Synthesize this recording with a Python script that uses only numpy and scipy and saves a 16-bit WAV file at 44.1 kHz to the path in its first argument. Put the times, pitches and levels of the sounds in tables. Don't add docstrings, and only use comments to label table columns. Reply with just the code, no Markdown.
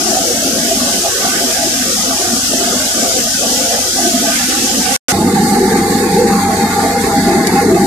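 import sys
import numpy as np
from scipy import signal
from scipy.fft import rfft, irfft, next_fast_len
from scipy.io import wavfile
from scipy.ndimage import uniform_filter1d, minimum_filter1d

SR = 44100
rng = np.random.default_rng(int(sys.argv[2]) if len(sys.argv) > 2 else 0)


def wrap_up_sound(samples):
    columns = np.atleast_2d(samples).T
    tamed = np.clip(columns, -1, 1)
    steps = np.round(tamed * 32767).astype(np.int16)
    wavfile.write(sys.argv[1], SR, steps)


N = 346626
SWITCH_S, OVERLAP_S = 5.121, 0.05
WINDOW, HOP = 2048, 256
HZ = np.maximum(np.arange(WINDOW // 2 + 1), 1) * SR / WINDOW
CUTOFF_HZ = 14680


def from_db(db):
    return 10 ** (np.asarray(db, float) / 20)


def at_hz(rows, hz):
    f, *columns = np.transpose(rows)
    return np.array([np.interp(np.log(hz), np.log(f), column) for column in columns])


def over_time(rows, s):
    return np.interp(s, *np.transpose(rows))


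def slow(shape, size):
    x = rng.standard_normal(shape)
    for axis, cells in enumerate(size):
        for _ in range(2):
            x = uniform_filter1d(x, max(1, round(cells)), axis=axis, mode="wrap")
    return x / x.std()


def wander(size_s, step=32):
    coarse = slow((N // step + 1,), (size_s * SR / step,))
    return np.interp(np.arange(N) / step, np.arange(N // step + 1), coarse)


# Hz, relative left dB per Hz, relative right dB per Hz.
FIRST_RUMBLE = [(35, -42, -45), (70.4, -33.5, -27), (139, -32, -40), (195, -19.5, -18), (305, -17.5, -23.5),
                (454, -30.5, -26.5), (605, -21.5, -23), (822, -27, -14.5), (894, -33, -30),
                (1005, -45, -41), (1136, -30.5, -35), (1400, -39, -28.5), (1970, -36.5, -30.5),
                (2540, -67, -31.5)]
SECOND_RUMBLE = [(35, -49, -47), (70, -27, -22.5), (118, -22, -31), (170, -8.5, -5.5), (243, -14.5, -13),
                 (335, -16, -19.5), (476, -12, -11), (603, -59, -39), (745, -20.5, -26), (855, -12, -44),
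                 (985, -27, -22), (1510, -24, -19.5), (2110, -20.5, -21), (2340, -41, -24)]
# Hz, width scale in Hz, relative left dB per Hz, relative right dB per Hz.
FIRST_PANELS = [(230, 12, -12, -13.5), (249.5, 63, -9.5, -8), (280, 12, -17, -13.5),
                (337.4, 14, -13.5, -10), (391, 10, -11.5, -17), (637, 10.4, -14, -12), (478, 16, -28, -11),
                (516, 21, -12, -31), (687, 9, -38.5, -8.5), (679, 12, 0.5, -6.5), (743, 36, -25, -11.5),
                (1220, 140, -29, -31), (1520, 190, -33, -24)]
SECOND_PANELS = [(185.3, 9.6, 4.5, 2), (218, 26, -2, -2), (242, 20, -3, -5.5), (274.8, 16, -4, -3.5),
                 (336.2, 14.7, 1, -1.5), (354, 22, -7, -4.5), (391, 12, -4, -3.5), (437.3, 10.7, 0, -16.5),
                 (474, 10, -9, -7), (802, 95, -13.5, -6.5), (905, 14, -14.5, -22), (1098, 58, -12.5, -26),
                 (1192, 44, -16.5, -14.5), (1420, 20, -14, -18), (1723, 84, -30, -14.5),
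                 (2112, 97, -15, -29), (3820, 130, -31, -28), (4455, 90, -20, -26), (6720, 270, -30, -27.5)]
# Hz, relative left dB per Hz, relative right dB per Hz.
FIRST_HISS = [(2460, -39, -29), (3170, -55.5, -24.5), (3700, -55, -26), (4120, -40, -25.5),
              (4550, -26.5, -25.5), (5320, -21.5, -25), (6500, -21.5, -27), (7760, -26, -26.5),
              (9500, -31, -29), (11250, -34.5, -31.5), (14100, -35, -35.5)]
SECOND_HISS = [(2623, -39, -31.5), (2890, -42, -42), (3380, -67, -31.5), (3530, -36, -31.5),
               (4830, -27, -29.5), (5380, -49, -30.5), (5830, -57, -28.5), (6350, -31.5, -31.5),
               (8100, -30.5, -29.5), (9100, -34, -31), (11400, -37.5, -35), (14500, -39, -37.5)]


def housing_power(rumble, panels, hiss):
    power = from_db(np.where(HZ < hiss[0][0], at_hz(rumble, HZ), at_hz(hiss, HZ))) ** 2
    for centre_hz, width_hz, *level_db in panels:
        resonance = 1 / (1 + (2 * (HZ - centre_hz) / width_hz) ** 2) ** 2
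        power += from_db(level_db)[:, None] ** 2 * resonance
    return power


# return in s, length in s, centre in Hz, depth in dB.
LULLS = [(0.323, 0.1, 230, 15), (0.412, 0.063, 750, 17), (0.55, 0.13, 750, 9), (1.042, 0.15, 715, 17),
         (1.166, 0.18, 230, 23), (1.2, 0.13, 770, 19), (1.641, 0.12, 438, 17), (1.592, 0.12, 230, 12),
         (1.822, 0.075, 430, 18), (1.953, 0.17, 774, 16), (2.038, 0.13, 430, 18), (2.477, 0.06, 230, 11),
         (2.506, .2, 430, 16), (2.507, 0.13, 750, 7), (2.941, 0.16, 423, 10.5), (2.947, 0.13, 230, 14),
         (3.367, 0.17, 437, 30), (3.411, 0.29, 740, 12.5), (3.94, 0.28, 230, 14), (3.966, 0.21, 744, 11),
         (4.223, 0.13, 750, 20), (4.464, 0.33, 430, 12), (4.39, 0.089, 750, 12), (4.488, 0.074, 750, 14),
         (6.446, 0.19, 430, 9), (7.057, 0.18, 750, 9), (7.248, 0.12, 429.7, 12)]
LULL_SINK, LULL_RETURN_S = 0.98, 0.025
LULL_SPREAD = 0.33
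REBOUND_SHARE, REBOUND_S = 0.13, 0.032


def lulls(s, edges_hz):
    loss_db = np.zeros((len(edges_hz) + 1, len(s)))
    centres_hz = np.sqrt(np.multiply(edges_hz[1:], edges_hz[:-1]))
    for back_s, length_s, hz, depth_db in LULLS:
        sinking = np.clip((s - back_s + length_s) / (LULL_SINK * length_s), 0, 1)
        back = np.clip((s - back_s) / LULL_RETURN_S + 0.5, 0, 1)
        rebound = REBOUND_SHARE * np.exp(-np.maximum(s - back_s, 0) / REBOUND_S)
        reach = np.exp(-(np.log(centres_hz / hz) / LULL_SPREAD) ** 4)
        loss_db[1:-1] += depth_db * reach[:, None] * (sinking * (1 - back) - rebound * back)
    return loss_db


# time in s, then dB of boom, low, low middle, middle, upper,
# low rattle, high rattle.
FIRST_LEVELS = [(0.0, -23.5, -18.5, -43, -31, -29.5, -35.0, -30.5),
                (0.22, -24.5, -31, -26, -17, -25.0, -34.5, -30.5),
                (0.44, -20.5, -26, -27, -22, -26, -33.5, -32.5),
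                (0.66, -24.5, -28, -26.5, -21.5, -37, -39.5, -32.5),
                (0.88, -21.5, -28, -26.5, -20.5, -28.5, -29.5, -32.5),
                (1.1, -25.5, -31.5, -23.5, -22.5, -28, -34.5, -31.5),
                (1.32, -23, -29, -30.5, -33, -30.5, -31, -29.5),
                (1.54, -23, -28.5, -26.5, -19, -30, -35, -33),
                (1.76, -25, -27, -31, -28.5, -31.5, -36.5, -29.5),
                (1.98, -22.5, -31, -24.5, -39, -32, -30.5, -31),
                (2.2, -29, -28, -36, -23.5, -28, -35, -30.5),
                (2.42, -22.5, -33, -27, -30, -31.5, -40.5, -32.5),
                (2.64, -25, -25, -33, -21, -29.5, -29.5, -29.5),
                (2.86, -21.5, -34, -24.5, -25.5, -29.5, -35, -33),
                (3.08, -23, -28.5, -28, -26, -34.5, -35.5, -33),
                (3.3, -25.5, -35, -25.5, -22, -23.5, -41, -32),
                (3.52, -24.5, -32.5, -24.5, -33, -29, -35.5, -34),
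                (3.74, -24.5, -49.5, -25.5, -19.5, -27, -37, -29.5),
                (3.96, -25.5, -21.5, -33.5, -27, -31.0, -38, -32),
                (4.18, -20, -27, -34, -14, -28.5, -34.5, -32), (4.4, -23, -30, -25, -36, -32, -33, -25),
                (4.62, -23, -23.5, -33.5, -40, -27.5, -33.5, -35.5),
                (4.84, -22.5, -36, -24, -42, -27.5, -40, -34.5), (4.96, -28, -38, -29, -33, -21, -29, -24)]
SECOND_LEVELS = [(5.14, -15.5, -20, -28, -25, -22, -30.5, -32.5),
                 (5.41, -14, -19.5, -18.5, -39, -21, -32, -29.5),
                 (5.68, -15.0, -19.5, -23, -36, -20.5, -31, -27.5),
                 (5.96, -15.5, -21, -20, -40, -25.5, -33, -29), (6.23, -16, -17, -14, -42, -21, -31, -29.5),
                 (6.5, -16, -25, -30, -31, -24, -26, -28.5),
                 (6.77, -17, -25, -22.5, -29, -20.5, -29.5, -27.5),
                 (7.04, -18.5, -23.5, -16.5, -34, -25.5, -28, -29),
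                 (7.32, -13, -16.5, -28, -24, -23.5, -28.5, -26.5),
                 (7.59, -15.5, -17, -21.5, -34, -23, -29.5, -26.5),
                 (7.86, -13, -12.5, -30, -23, -28, -31.5, -30)]
# time in s, hiss level in dB.
FIRST_FLOW = [(0, -19), (4.9, -18.8), (4.96, -16.5), (5.1, -15.5)]
SECOND_FLOW = [(5.14, -26), (5.5, -24), (6.0, -25.3), (7.5, -25.3), (7.86, -26.3)]
WOBBLE_DB, WOBBLE_S = 1.5, 0.022
GUST_S = 0.045


def region_levels(s, levels, flow, edges_hz, bass_db, gust_db):
    t, *columns = np.transpose(levels)
    level_db = [bass_db + 0 * s]
    for column_db in columns:
        wobble_db = WOBBLE_DB * slow((len(s),), (WOBBLE_S * SR / HOP,))
        level_db.append(np.interp(s, t, column_db) + wobble_db)
    level_db.append(over_time(flow, s) + gust_db * slow((len(s),), (GUST_S * SR / HOP,)))
    return np.array(level_db) - lulls(s, edges_hz)


def patches(frames, patch_hz, patch_s):
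    return slow((len(HZ), frames), (patch_hz / HZ[0], patch_s * SR / HOP))


def patch_gain(shared, together, depth_db):
    field = np.sqrt(together) * shared + np.sqrt(1 - together) * patches(len(shared[0]), 62.0, 0.06)
    field = 1.56 * np.tanh(1.33 * field) - 0.4 * np.minimum(field, 0) ** 2
    patch = from_db(depth_db[:, None] * field)
    mean_power = uniform_filter1d(np.mean(patch ** 2, 1), size=15)
    return patch / np.sqrt(mean_power)[:, None]


# Hz, likeness from 0 to 1.
FIRST_LIKENESS = [(60, 1), (200, 1), (370, 0.98), (700, 0.91), (1000, 0.85), (1500, 0.2), (2500, 0.023),
                  (14000, 0.009)]
SECOND_LIKENESS = [(60, 0.99), (200, 1), (370, 0.97), (750, 0.88), (1000, 0.77), (1500, 0.1), (2500, 0.065),
                   (14000, 0.094)]
# Hz, dB per unit of field at first spot left, first right, second left, second right.
PATCHY = [(60, 3, 3.5, 7.5, 7), (207, 2, 0, .5, .5), (680, 4.5, 4, 3, 3.5), (1440, 7.5, 5, 6.5, 4),
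          (2160, 8, 7, 3, 0), (2860, 5, 3, 15, 19.5), (3440, 9, 1, 9, 10), (4050, 6, 1.5, 4, 7),
          (4520, 2.5, 2.5, 1, 5), (5700, 2, -0.5, 16, 2), (6500, 2, 1, 6, 2), (8100, 4.5, 1.5, 3, 3.5),
          (14000, 4, 7, 7, 2)]
BASS_TOP_HZ = 149.1


def machine(levels, flow, rumble, panels, hiss, likeness, split_hz, patchy_db, lag_s, bass_db, gust_db, span):
    length = span[1] - span[0]
    noise = rng.standard_normal((2, length))
    _, s, (mid, side) = signal.stft(noise, SR, nperseg=WINDOW, noverlap=WINDOW - HOP)
    s = s + span[0] / SR
    power = housing_power(rumble, panels, hiss)
    alike = np.clip(at_hz(likeness, HZ)[0], 0, 1)
    centre_power = (power.sum(0) + 2 * alike * np.sqrt(power.prod(0))) / 4
    edges_hz = [BASS_TOP_HZ, *split_hz, hiss[0][0]]
    region = np.searchsorted(edges_hz, HZ)
    totals = np.bincount(region, centre_power * (HZ < CUTOFF_HZ))
    level_gain = from_db(region_levels(s, levels, flow, edges_hz, bass_db, gust_db)[region])

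    shared, a = patches(len(s), 60.0, 0.045), alike[:, None]
    together = np.clip(1.1 * a, 0, 1)
    out = []
    for side_power, depth_db, sign in zip(power, patchy_db, (1, -1)):
        colour = np.sqrt(side_power / totals[region] * len(HZ) / 2)[:, None]
        gain = colour * level_gain * patch_gain(shared, together, depth_db)
        out.append(gain * (np.sqrt(1 + a) * mid + sign * np.sqrt(1 - a) * side))
    out[0] = out[0] * np.exp(-2j * np.pi * HZ * lag_s)[:, None]
    sound = signal.istft(np.array(out), SR, nperseg=WINDOW, noverlap=WINDOW - HOP)[1][:, :length]
    return np.pad(sound, ((0, 0), (span[0], N - span[1])))


FLUTTER_EDGES_HZ, FLUTTER_S, BEAT_HZ = (150, 350, 600, 950), 0.014, 64.6


def fluttering(sound, beat_share, flutter_db):
    size = next_fast_len(N)
    spectrum, hz = rfft(sound, size), np.arange(size // 2 + 1) * SR / size
    beat = 1 + beat_share * np.cos(2 * np.pi * BEAT_HZ * np.arange(N) / SR)
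    out = sound.copy()
    for low, high in zip(FLUTTER_EDGES_HZ, FLUTTER_EDGES_HZ[1:]):
        gain = beat * from_db(flutter_db * wander(FLUTTER_S))
        gain /= np.sqrt(np.mean(gain ** 2))
        band = irfft(spectrum * ((hz >= low) & (hz < high)), size)[:, :N]
        out += (gain - 1) * band
    return out


# Hz, RMS dB at the first spot, RMS dB at the second.
HUMS = [(46.5, -47.5, -40), (64.6, -45.5, -45), (92.8, -45, -32.5), (111.3, -48, -45), (184.9, -46, -28.5)]


def hums(column, waver_db):
    t = np.arange(N) / SR
    out = np.zeros(N)
    for row in HUMS:
        strength = np.sqrt(2) * from_db(row[column] + waver_db * wander(0.064))
        out += strength * np.sin(2 * np.pi * (row[0] * t + rng.random()))
    return out


# start in s, centre in Hz, width in Hz,
# left dB, right dB.
TURN = [(4.22, 2390, 1340, -30.5, -54), (4.3, 3920, 700, -34.5, -58)]


def turning(rise_s=0.14, flutter_db=4.5, strip_hz=250):
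    start, stop = int(TURN[0][0] * SR), int((SWITCH_S + OVERLAP_S) * SR)
    t, out = np.arange(start, stop) / SR, np.zeros((2, N))
    for s, hz, width_hz, *level_db in TURN:
        edges = np.linspace(hz - width_hz / 2, hz + width_hz / 2, int(width_hz / strip_hz) + 2)
        for low, high in zip(edges, edges[1:]):
            band = signal.butter(2, [low, high], "band", fs=SR, output="sos")
            strip = signal.sosfilt(band, rng.standard_normal(len(t)))
            strip /= strip.std() * np.sqrt(len(edges) - 1)
            flutter = from_db(flutter_db * slow(t.shape, (0.037 * SR,)))
            strength = np.clip((t - s) / rise_s, 0, 1) * flutter
            out[:, start:stop] += from_db(level_db)[:, None] * strength * strip
    return out


# peak time in s, half-length scale in s, swell height in dB.
SINGING = [(5.134, 0.018, -23), (5.823, 0.022, -21.5), (6.162, 0.036, -24), (6.276, 0.062, -21.5),
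           (6.444, 0.026, -19.5), (6.617, .05, -22), (6.781, 0.025, -15), (6.958, 0.036, -22),
           (7.135, 0.034, -15), (7.28, 0.043, -18.5), (7.56, .008, -15), (7.588, 0.024, -14.5),
           (7.835, 0.026, -20)]
LOWER_SINGING = [(5.23, .03, -28), (6.53, 0.05, -27), (6.87, .06, -25), (7.14, 0.072, -26.5),
                 (7.3, 0.051, -23), (7.41, 0.031, -24), (7.71, 0.034, -21), (7.8, .06, -33)]
SINGING_HZ, LOWER_SINGING_HZ = 805, 659
SINGING_DB, LOWER_SINGING_DB = -27, -51


def singing_panel(hz, swells, between_db, waver_db=2.5, wobble_hz=3.8, wander_hz=2.5):
    t = np.arange(N) / SR
    pitch_hz = hz + wobble_hz * wander(0.023) + wander_hz * wander(0.1196)
    coarse = t[::32]
    swelling = np.zeros(len(coarse))
    for s, half_s, height_db in swells:
        scale_s = np.where(coarse < s, 0.82 * half_s, 1.13 * half_s)
        swelling += from_db(height_db) * np.exp(-((coarse - s) / scale_s) ** 2)
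    strength = np.interp(t, coarse, swelling) + from_db(between_db)
    strength *= from_db(waver_db * wander(0.014))
    return np.sqrt(2) * strength * np.sin(2 * np.pi * np.cumsum(pitch_hz) / SR)


# peak time in s, noise dB before the band filter, left-right dB,
# rise scale in s, fade scale in s.
SPITS = [(5.78, -18, 3, .018, 0.022), (7.015, -18, -5, .004, .008), (7.471, -6, 1, .0015, .006)]


def spits(band_hz=(4000, 10500)):
    out, t = np.zeros((2, N)), np.arange(-SR // 20, SR // 10) / SR
    colour = signal.butter(2, band_hz, "band", fs=SR, output="sos")
    for s, level_db, pan_db, rise_s, fade_s in SPITS:
        shape = np.where(t < 0, np.exp(-(t / rise_s) ** 2), np.exp(-np.abs(t) / fade_s))
        puff = shape * signal.sosfilt(colour, rng.standard_normal((2, len(t))))
        start = int((s + t[0]) * SR)
        out[:, start:start + len(t)] += from_db(level_db + np.array([[pan_db], [-pan_db]]) / 2) * puff
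    return out


# time in s, left-right dB.
LEAN = [(0, 2.7), (1.2, .3), (2.2, 1.5), (3.7, 1.2), (4.7, -0.6), (5.2, -.6), (5.8, 0.5), (7.86, 0.7)]


def scene():
    t = np.arange(N) / SR
    first_patchy, second_patchy = np.split(at_hz(PATCHY, HZ), 2)
    first = machine(FIRST_LEVELS, FIRST_FLOW, FIRST_RUMBLE, FIRST_PANELS, FIRST_HISS, FIRST_LIKENESS,
                    split_hz=(320, 423, 594, 720, 944, 1433), patchy_db=first_patchy, lag_s=0.00012,
                    bass_db=-44.0, gust_db=0.38, span=(0, int((SWITCH_S + OVERLAP_S) * SR)))
    first = fluttering(first, beat_share=0.04, flutter_db=1.5)
    first += hums(column=1, waver_db=1.5) + turning()

    second = machine(SECOND_LEVELS, SECOND_FLOW, SECOND_RUMBLE, SECOND_PANELS, SECOND_HISS, SECOND_LIKENESS,
                     split_hz=(320, 420, 560, 720, 924, 1496), patchy_db=second_patchy, lag_s=0.00003,
                     bass_db=-37.0, gust_db=1.0, span=(int((SWITCH_S - OVERLAP_S) * SR), N))
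    second = fluttering(second, beat_share=0.13, flutter_db=1.4)
    second += hums(column=2, waver_db=2.6)
    second += singing_panel(SINGING_HZ, SINGING, SINGING_DB)
    second += singing_panel(LOWER_SINGING_HZ, LOWER_SINGING, LOWER_SINGING_DB)
    second += spits()

    moved = np.clip((t - SWITCH_S) / 0.002, 0, 1)
    lean_db = over_time(LEAN, t) * [[0.5], [-0.5]]
    return from_db(lean_db) * ((1 - moved) * first + moved * second)


# time in s, gain in dB.
DROPOUT = [(0, 1), (4.9640, 1.3), (4.9650, -28), (4.974, -26), (4.982, -58), (4.996, -70), (5.0, -120),
           (5.0833, -120), (5.0837, 1), (7.86, 0.6)]
CEILING, HOLD_S = 0.97, 0.0039


def record(dry):
    thin = signal.sosfilt(signal.butter(4, 35, "high", fs=SR, output="sos"), dry)
    gated = thin * from_db(over_time(DROPOUT, np.arange(N) / SR))
    span = 2 * int(HOLD_S * SR) + 1
    allowed = minimum_filter1d(CEILING / np.maximum(np.abs(gated), CEILING), span)
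    held = gated * uniform_filter1d(allowed, span)
    return signal.sosfilt(signal.cheby2(20, 70, CUTOFF_HZ, fs=SR, output="sos"), held)


dry = scene()
out = record(dry)
wrap_up_sound(out)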